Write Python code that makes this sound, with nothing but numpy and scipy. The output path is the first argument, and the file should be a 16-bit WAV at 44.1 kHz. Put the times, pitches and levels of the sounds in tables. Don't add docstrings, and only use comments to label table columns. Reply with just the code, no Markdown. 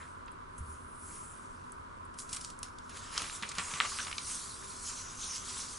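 import sys
import numpy as np
from scipy import signal
from scipy.fft import rfft, irfft
from scipy.io import wavfile
from scipy.ndimage import uniform_filter1d

SR = 44100
rng = np.random.default_rng(int(sys.argv[2]) if len(sys.argv) > 2 else 0)


def dump(signal):
    limited = np.clip(np.atleast_2d(signal).T, -1, 1)
    pcm = np.round(limited * 32767).astype(np.int16)
    wavfile.write(sys.argv[1], SR, pcm)


def makeup_ratio(level_db):
    decades = np.asarray(level_db, float) / 20
    return 10 ** decades


N = 254898


def evened(x):
    return x / np.sqrt(np.mean(x ** 2) + 1e-20)


def read(points, hz):
    point_hz, value = np.transpose(points)
    return np.interp(np.log(hz + 1), np.log(point_hz + 1), value)


def add(mix, start_s, sound):
    part = mix[max(round(start_s * SR), 0):][:len(sound)]
    part += sound[:len(part)]


def bump(hz, centre_hz, octaves):
    return np.exp(-.5 * (np.log2((hz + 1) / centre_hz) / octaves) ** 2)


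def spectral_grid(size):
    hz = np.fft.rfftfreq(size, 1 / SR)[:, None]
    t = np.arange(4 * N // size + 5) * size / 4 / SR
    return hz, t


def shape(x, gain, size):
    spectra = signal.stft(x, nperseg=size, noverlap=3 * size // 4)[2]
    weighted = spectra * gain[:, :spectra.shape[-1]]
    return signal.istft(weighted, nperseg=size, noverlap=3 * size // 4)[1][..., :N]


def patches(hz, t, bins, frames):
    noise = rng.standard_normal((len(t), len(hz)))
    over_time = uniform_filter1d(noise, frames, 0)
    return evened(uniform_filter1d(over_time, bins, 1)).T


def grit(per_s, spread_db, share):
    size = makeup_ratio(spread_db * np.minimum(rng.exponential(1, N), 4))
    slips = size * (rng.random(N) < per_s / SR)
    smooth = rng.standard_normal(N)
    rough = evened(slips * rng.standard_normal(N))
    return np.sqrt(1 - share) * smooth + np.sqrt(share) * rough


# time_s, centre_hz, width_octaves
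RUBBING_CONTACT = [(0, 8750, 0.49), (.6, 9800, .22), (1.14, 11100, 0.21), (1.7, 7800, 0.73),
                   (2.189, 9000, 0.41), (2.45, 6760, 1), (2.95, 4730, 0.46), (3.36, 6070, 0.69),
                   (3.55, 6100, .58), (3.68, 7540, 0.2), (3.9, 5800, .5), (4.3, 7350, 1), (4.6, 7240, 1),
                   (4.89, 6670, 0.36), (5.02, 6200, 0.17), (5.27, 6060, 0.2), (5.5, 6070, 0.27),
                   (5.78, 6750, 0.57)]
# frequency_hz, relative_level_db
SHEET_COLOUR = [(200, -40), (500, -7.5), (750, -15.5), (1100, 3.5), (1600, -5.5), (2400, -3.5),
                (3500, -8.5), (5000, -15), (9000, -66)]


def sliding():
    hz, t = spectral_grid(size=256)
    time_s, *columns = np.transpose(RUBBING_CONTACT)
    centre_hz, octaves = (np.interp(t, time_s, c) for c in columns)
    hiss_gain, rustle_gain = motion(t)
    reflection = comb(hz, t)

    skirt = makeup_ratio(-6.5 + 17 * octaves)
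    low_cut = hz ** 6 / (hz ** 6 + (0.49 * centre_hz) ** 6)
    hiss = (bump(hz, centre_hz, np.maximum(octaves, .1)) + skirt) * low_cut
    hiss = hiss / np.sqrt((hiss ** 2).mean(0))
    hiss_db = 2.5 * patches(hz, t, bins=4, frames=40) + 0.65 * patches(hz[:1], t, bins=1, frames=6)
    hiss = hiss * hiss_gain * makeup_ratio(hiss_db)

    rustle_db = 1.96 * patches(hz, t, bins=4, frames=8) + 1.35 * patches(hz[:1], t, bins=1, frames=4)
    rustle = evened(makeup_ratio(read(SHEET_COLOUR, hz))) * rustle_gain * makeup_ratio(rustle_db)

    skin = shape(grit(4000, 2.1, 0.094), hiss * reflection, size=256)
    sheet = shape(grit(800, 3.9, 0.2), rustle * reflection, size=256)
    return skin + sheet


# peak_s, hiss_db, rise_s, fall_s, rustle_relative_to_hiss_db
HAND_STROKES = [(0.0, -58, .1, 0.28, -8), (.586, -51, 0.013, 0.029, -25), (.715, -55, 0.23, 0.32, -22),
                (1.054, -47.5, 0.17, 0.59, -25), (1.15, -45.5, 0.2, 0.22, -15), (1.33, -64, .3, 1, -5),
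                (2.194, -40, 0.02, 0.069, -22), (2.339, -43.5, 0.077, 0.092, -9),
                (2.454, -48.5, 0.18, 0.15, -17), (2.641, -51, 0.023, 0.092, -9),
                (2.9, -55.5, 0.015, 0.17, -2), (2.97, -45, 0.049, 0.085, -6), (3.04, -53.5, 0.024, 0.26, 0),
                (3.135, -45, 0.044, 0.54, -15), (3.172, -44.5, 0.06, 0.086, 3), (3.24, -47, 0.16, 0.077, 3),
                (3.364, -41.5, 0.46, 0.045, -14.5), (3.47, -52, 0.32, 0.24, -2),
                (3.59, -44.5, 0.024, 0.055, 8), (3.61, -42.5, 0.093, 0.56, -11.5),
                (3.68, -43.5, 0.17, 1, -5.5), (3.86, -54, 0.5, 0.018, 9), (3.9, -42.5, 0.14, 0.68, -28),
                (4.036, -42, .5, 0.09, -8), (4.298, -36, 0.16, 0.5, -16.5), (4.7, -47, 0.12, .4, -18),
                (4.891, -39.5, 0.2, 0.15, -15), (5.004, -43, 0.21, 0.11, -12), (5.15, -48.5, 0.8, .3, -11),
                (5.21, -41, 0.041, .15, -16), (5.243, -39, 0.07, 0.089, -18),
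                (5.362, -38.5, 0.32, 0.056, -13.5), (5.5, -42.5, .3, 0.23, -16),
                (5.606, -41.5, 0.52, 0.27, -11.5), (5.72, -45, 0.25, 0.39, -14)]
RESTING_HISS_DB, RESTING_RUSTLE_DB = -81, -70
SHIVER_DB, SHIVER_HZ, SHIVER_STEEPNESS = -5, 3400, 3.1
SHIVER_RISE_S, SHIVER_FALL_S = 0.015, 0.096


def motion(t):
    hiss = makeup_ratio(RESTING_HISS_DB) ** 2
    rustle = makeup_ratio(RESTING_RUSTLE_DB) ** 2
    for peak_s, hiss_db, rise_s, fall_s, rustle_db in HAND_STROKES:
        gesture = swell(t, peak_s, rise_s, fall_s)
        hiss = hiss + makeup_ratio(hiss_db) ** 2 * gesture
        rustle = rustle + makeup_ratio(hiss_db + rustle_db) ** 2 * gesture
    for start_s, peak_db, centre_hz, length_s, _ in PAPER_SNAPS:
        depth = 1 / (1 + (centre_hz / SHIVER_HZ) ** SHIVER_STEEPNESS)
        energy = makeup_ratio(peak_db + SHIVER_DB) ** 2 * length_s
        tremble = swell(t, start_s + SHIVER_RISE_S, SHIVER_RISE_S, SHIVER_FALL_S)
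        rustle = rustle + energy * depth ** 2 * tremble
    return np.sqrt(hiss), np.sqrt(rustle)


def swell(t, peak_s, rise_s, fall_s):
    before = (peak_s - t) / max(rise_s, .005)
    after = (t - peak_s) / max(fall_s, .005)
    return makeup_ratio(-20 * np.where(t < peak_s, before, after)) ** 2


# start_s, end_s, first_spacing_hz, last_spacing_hz, strength (0-1)
CLOSE_BOUNCES = [(0.985, 1.4, 3120, 2600, 0.04), (2.877, 3.168, 1800, 1690, 0.15),
                 (5.2, 5.426, 3400, 2550, 0.3)]


def comb(hz, t):
    gain = np.ones((len(hz), len(t)))
    for start_s, end_s, first_hz, last_hz, strength in CLOSE_BOUNCES:
        part = np.clip((t - start_s) / (end_s - start_s), 0, 1)
        back = np.clip(strength, 0, .9) * np.sin(np.pi * part) ** .5
        spacing_hz = first_hz + (last_hz - first_hz) * part
        ripple = 2 * back / (1 + back ** 2) * np.cos(2 * np.pi * hz / spacing_hz)
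        gain = gain * np.sqrt(1 + ripple)
    return gain


# start_s, peak_db, centre_hz, fall_by_40_db_s, width_octaves
PAPER_SNAPS = [(0.001, -42.5, 1840, .15, 0.22), (.2617, -46, 7400, .004, 0.32),
               (0.28, -42.5, 1830, 0.015, 0.75), (.315, -48, 9600, 0.039, 0.31),
               (0.58, -42, 8740, .027, 0.26), (1.7205, -29.5, 9800, 0.0085, 0.4),
               (2.05, -51, 9900, 0.041, .3), (2.14, -44.5, 8000, 0.033, 1.3),
               (2.187, -28, 8300, 0.02, 1.14), (2.201, -30, 8600, .011, 1.5),
               (2.2198, -36.5, 7340, .017, 1.1), (2.2904, -35.5, 7300, 0.041, 1.2),
               (2.311, -37, 8900, 0.011, .5), (2.3285, -22.5, 7600, 0.039, 0.98),
               (2.346, -27, 7220, .018, 0.9), (2.362, -30, 6500, .053, 0.91),
               (2.369, -22, 5390, 0.0065, 1.5), (2.41, -30, 7060, 0.033, 0.84),
               (2.442, -32, 5270, 0.0064, .74), (2.447, -24.5, 5900, 0.01, 0.78),
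               (2.5015, -33, 7300, 0.015, 1.2), (2.59, -28.5, 9000, 0.0081, 0.57),
               (2.6304, -22, 7160, 0.011, 0.92), (2.786, -34.5, 5170, 0.01, 0.92),
               (2.8934, -37, 5500, 0.023, 1.3), (3.1782, -12, 4700, 0.0088, 0.9),
               (3.199, -35, 2000, .01, 0.47), (3.2186, -19.5, 3610, 0.013, 4.9),
               (3.298, -28.5, 2300, 0.0059, 0.84), (3.424, -27.5, 2160, 0.035, 1.53),
               (3.4317, -27.5, 1850, 0.029, 0.68), (3.4893, -29.5, 5900, 0.038, 0.57),
               (3.5155, -30.5, 3050, 0.018, 1.5), (3.551, -32.5, 4320, 0.026, 1.5),
               (3.584, -13, 4400, 0.0066, 1.27), (3.738, -26, 2500, 0.014, 0.96),
               (3.8022, -9, 2660, 0.005, 0.63), (3.8082, -14.5, 1710, 0.0075, 0.64),
               (3.852, -32, 2190, 0.026, 0.39), (3.918, -35.5, 1320, 0.034, 0.22),
               (3.9876, -22.5, 2700, 0.005, 0.74), (3.993, -32, 1520, 0.056, 0.15),
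               (4.003, -27.5, 3200, 0.0041, .28), (4.0483, -30, 4690, 0.0054, .37),
               (4.068, -30, 2150, 0.022, 0.97), (4.081, -29, 2310, 0.011, 1.4),
               (4.113, -29, 1980, 0.015, 1.2), (4.1276, -27.5, 2660, 0.0099, 0.59),
               (4.1813, -25, 4830, 0.012, 0.43), (4.183, -27, 3000, .01, 0.44),
               (4.624, -43.5, 1700, 0.11, .19), (5.3649, -28.5, 6000, 0.014, 1.1),
               (5.381, -28, 6100, 0.0027, 0.25)]


def snaps():
    size, lead = 4096, 64
    out, t, hz = np.zeros(N), np.arange(size) / SR, np.fft.rfftfreq(size, 1 / SR)
    whole_sheet = makeup_ratio(-16.0) * makeup_ratio(read(SHEET_COLOUR, hz))
    crackle = rng.standard_normal((len(PAPER_SNAPS), size))
    for (start_s, peak_db, centre_hz, length_s, octaves), noise in zip(PAPER_SNAPS, crackle):
        length_s = max(length_s, .002)
        burst = noise * makeup_ratio(-40 * (t / length_s) ** 0.89) * np.minimum(t / 0.0012, 1)
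        half_cycle = round(SR / centre_hz / 2)
        burst[[12, 12 + half_cycle]] += np.array([1, -1]) * 0.02 / length_s
        colour = bump(hz, centre_hz, max(octaves, .15)) + whole_sheet
        burst = irfft(rfft(np.roll(burst, lead)) * colour)
        add(out, start_s - lead / SR, makeup_ratio(peak_db) * burst / abs(burst).max())
        fade = makeup_ratio(-60 * t / 0.018) * np.minimum(t * centre_hz / 2, 1)
        knock = np.sin(2 * np.pi * 1265.0 * t) * fade
        add(out, start_s, makeup_ratio(peak_db) * min(700.0 / centre_hz, 1) * knock)
    return out


# start_s, level_db, pitch_hz
AIR_FLAPS = [(3.213, -46.5, 286), (3.421, -42.5, 208), (3.578, -40.5, 180), (3.734, -43, 145)]


def flaps():
    out, t = np.zeros(N), np.arange(SR // 8) / SR
    for start_s, level_db, pitch_hz in AIR_FLAPS:
        fade = makeup_ratio(level_db - 60 * t / 0.13) * np.minimum(t / 0.0027, 1)
        add(out, start_s, fade * np.sin(2 * np.pi * pitch_hz * t))
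    return out


# start_s, level_db
HAND_THUDS = [(.586, -36), (0.606, -27), (0.641, -39), (0.687, -37)]
# pitch_hz, level_db, t60_s
TABLE_MODES = [(75.4, -4.5, 0.32), (103, -18, 0.086), (170, -21, .06)]


def thuds():
    out, t = np.zeros(N), np.arange(SR // 2) / SR
    ring = np.zeros(len(t))
    for pitch_hz, level_db, t60_s in TABLE_MODES:
        ring += makeup_ratio(level_db - 60 * t / t60_s) * np.sin(2 * np.pi * pitch_hz * t)
    for start_s, level_db in HAND_THUDS:
        add(out, start_s, makeup_ratio(level_db) * ring * np.minimum(t / 0.0033, 1))
    return out


def echoes(x):
    level_db, t60_s = -9.5, 0.17
    t = np.arange(SR // 4) / SR
    tail = rng.standard_normal((2, len(t))) * makeup_ratio(-60 * t / t60_s) * (t > .003)
    tail = tail / np.linalg.norm(tail[0])
    return makeup_ratio(level_db) * signal.fftconvolve(x[None], tail, axes=1)[:, :N]


# frequency_hz, relative_level_db
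MID_COLOUR = [(12, -31), (20, 3), (85, -2), (199, -6), (252, -9.5), (337, -8.5), (385, -16), (439, -12),
              (806, -18.5), (995, -5.5), (1200, -4.5), (1480, -6.5), (1780, -18.5), (2510, -29.5),
              (11000, -36.5), (14300, -59), (22000, -120)]
# frequency_hz, relative_level_db
SIDE_COLOUR = [(12, -60), (20, -25), (157, -14.5), (346, -13), (806, -18.5), (995, 2), (1200, -12),
               (1520, -13), (1930, -25), (2140, -21), (2570, -32.5), (2940, -29), (4370, -37.5),
               (10200, -46), (11000, -43), (14300, -77), (22000, -120)]
# centre_hz, width_hz, level_db
HUM_TONES = [(82.5, 15, -61), (250, 9.4, -65.5), (388.4, 8.6, -67.5)]


def room():
    hz, t = spectral_grid(size=4096)
    mid_gain = makeup_ratio(-52.5) * evened(makeup_ratio(read(MID_COLOUR, hz)))
    side_gain = makeup_ratio(-50) * evened(makeup_ratio(read(SIDE_COLOUR, hz)))
    for centre_hz, width_hz, level_db in HUM_TONES:
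        peak = evened(1 / (1 + (2 * (hz - centre_hz) / width_hz) ** 2))
        mid_gain = np.hypot(mid_gain, makeup_ratio(level_db) * peak)

    def wavering(gain):
        blotches = makeup_ratio(0.25 * patches(hz, t, bins=30, frames=4))
        return shape(rng.standard_normal(N), gain * blotches, size=4096)

    mid, side = wavering(mid_gain), wavering(side_gain)
    return np.array([mid + side, mid - side])


def scene():
    paper = sliding() + snaps()
    return paper + echoes(paper) + thuds() + flaps() + room()


def roll_off(x):
    return signal.sosfilt(signal.butter(12, 12310, fs=SR, output="sos"), x)


def record(dry):
    low_pass = signal.firwin(601, 10990, window=("kaiser", 5), fs=SR)
    limited = signal.oaconvolve(dry, low_pass[None], "same")
    limited = limited * makeup_ratio([[-.2], [.2]])
    return roll_off(limited)


dry = scene()
out = record(dry)
dump(out)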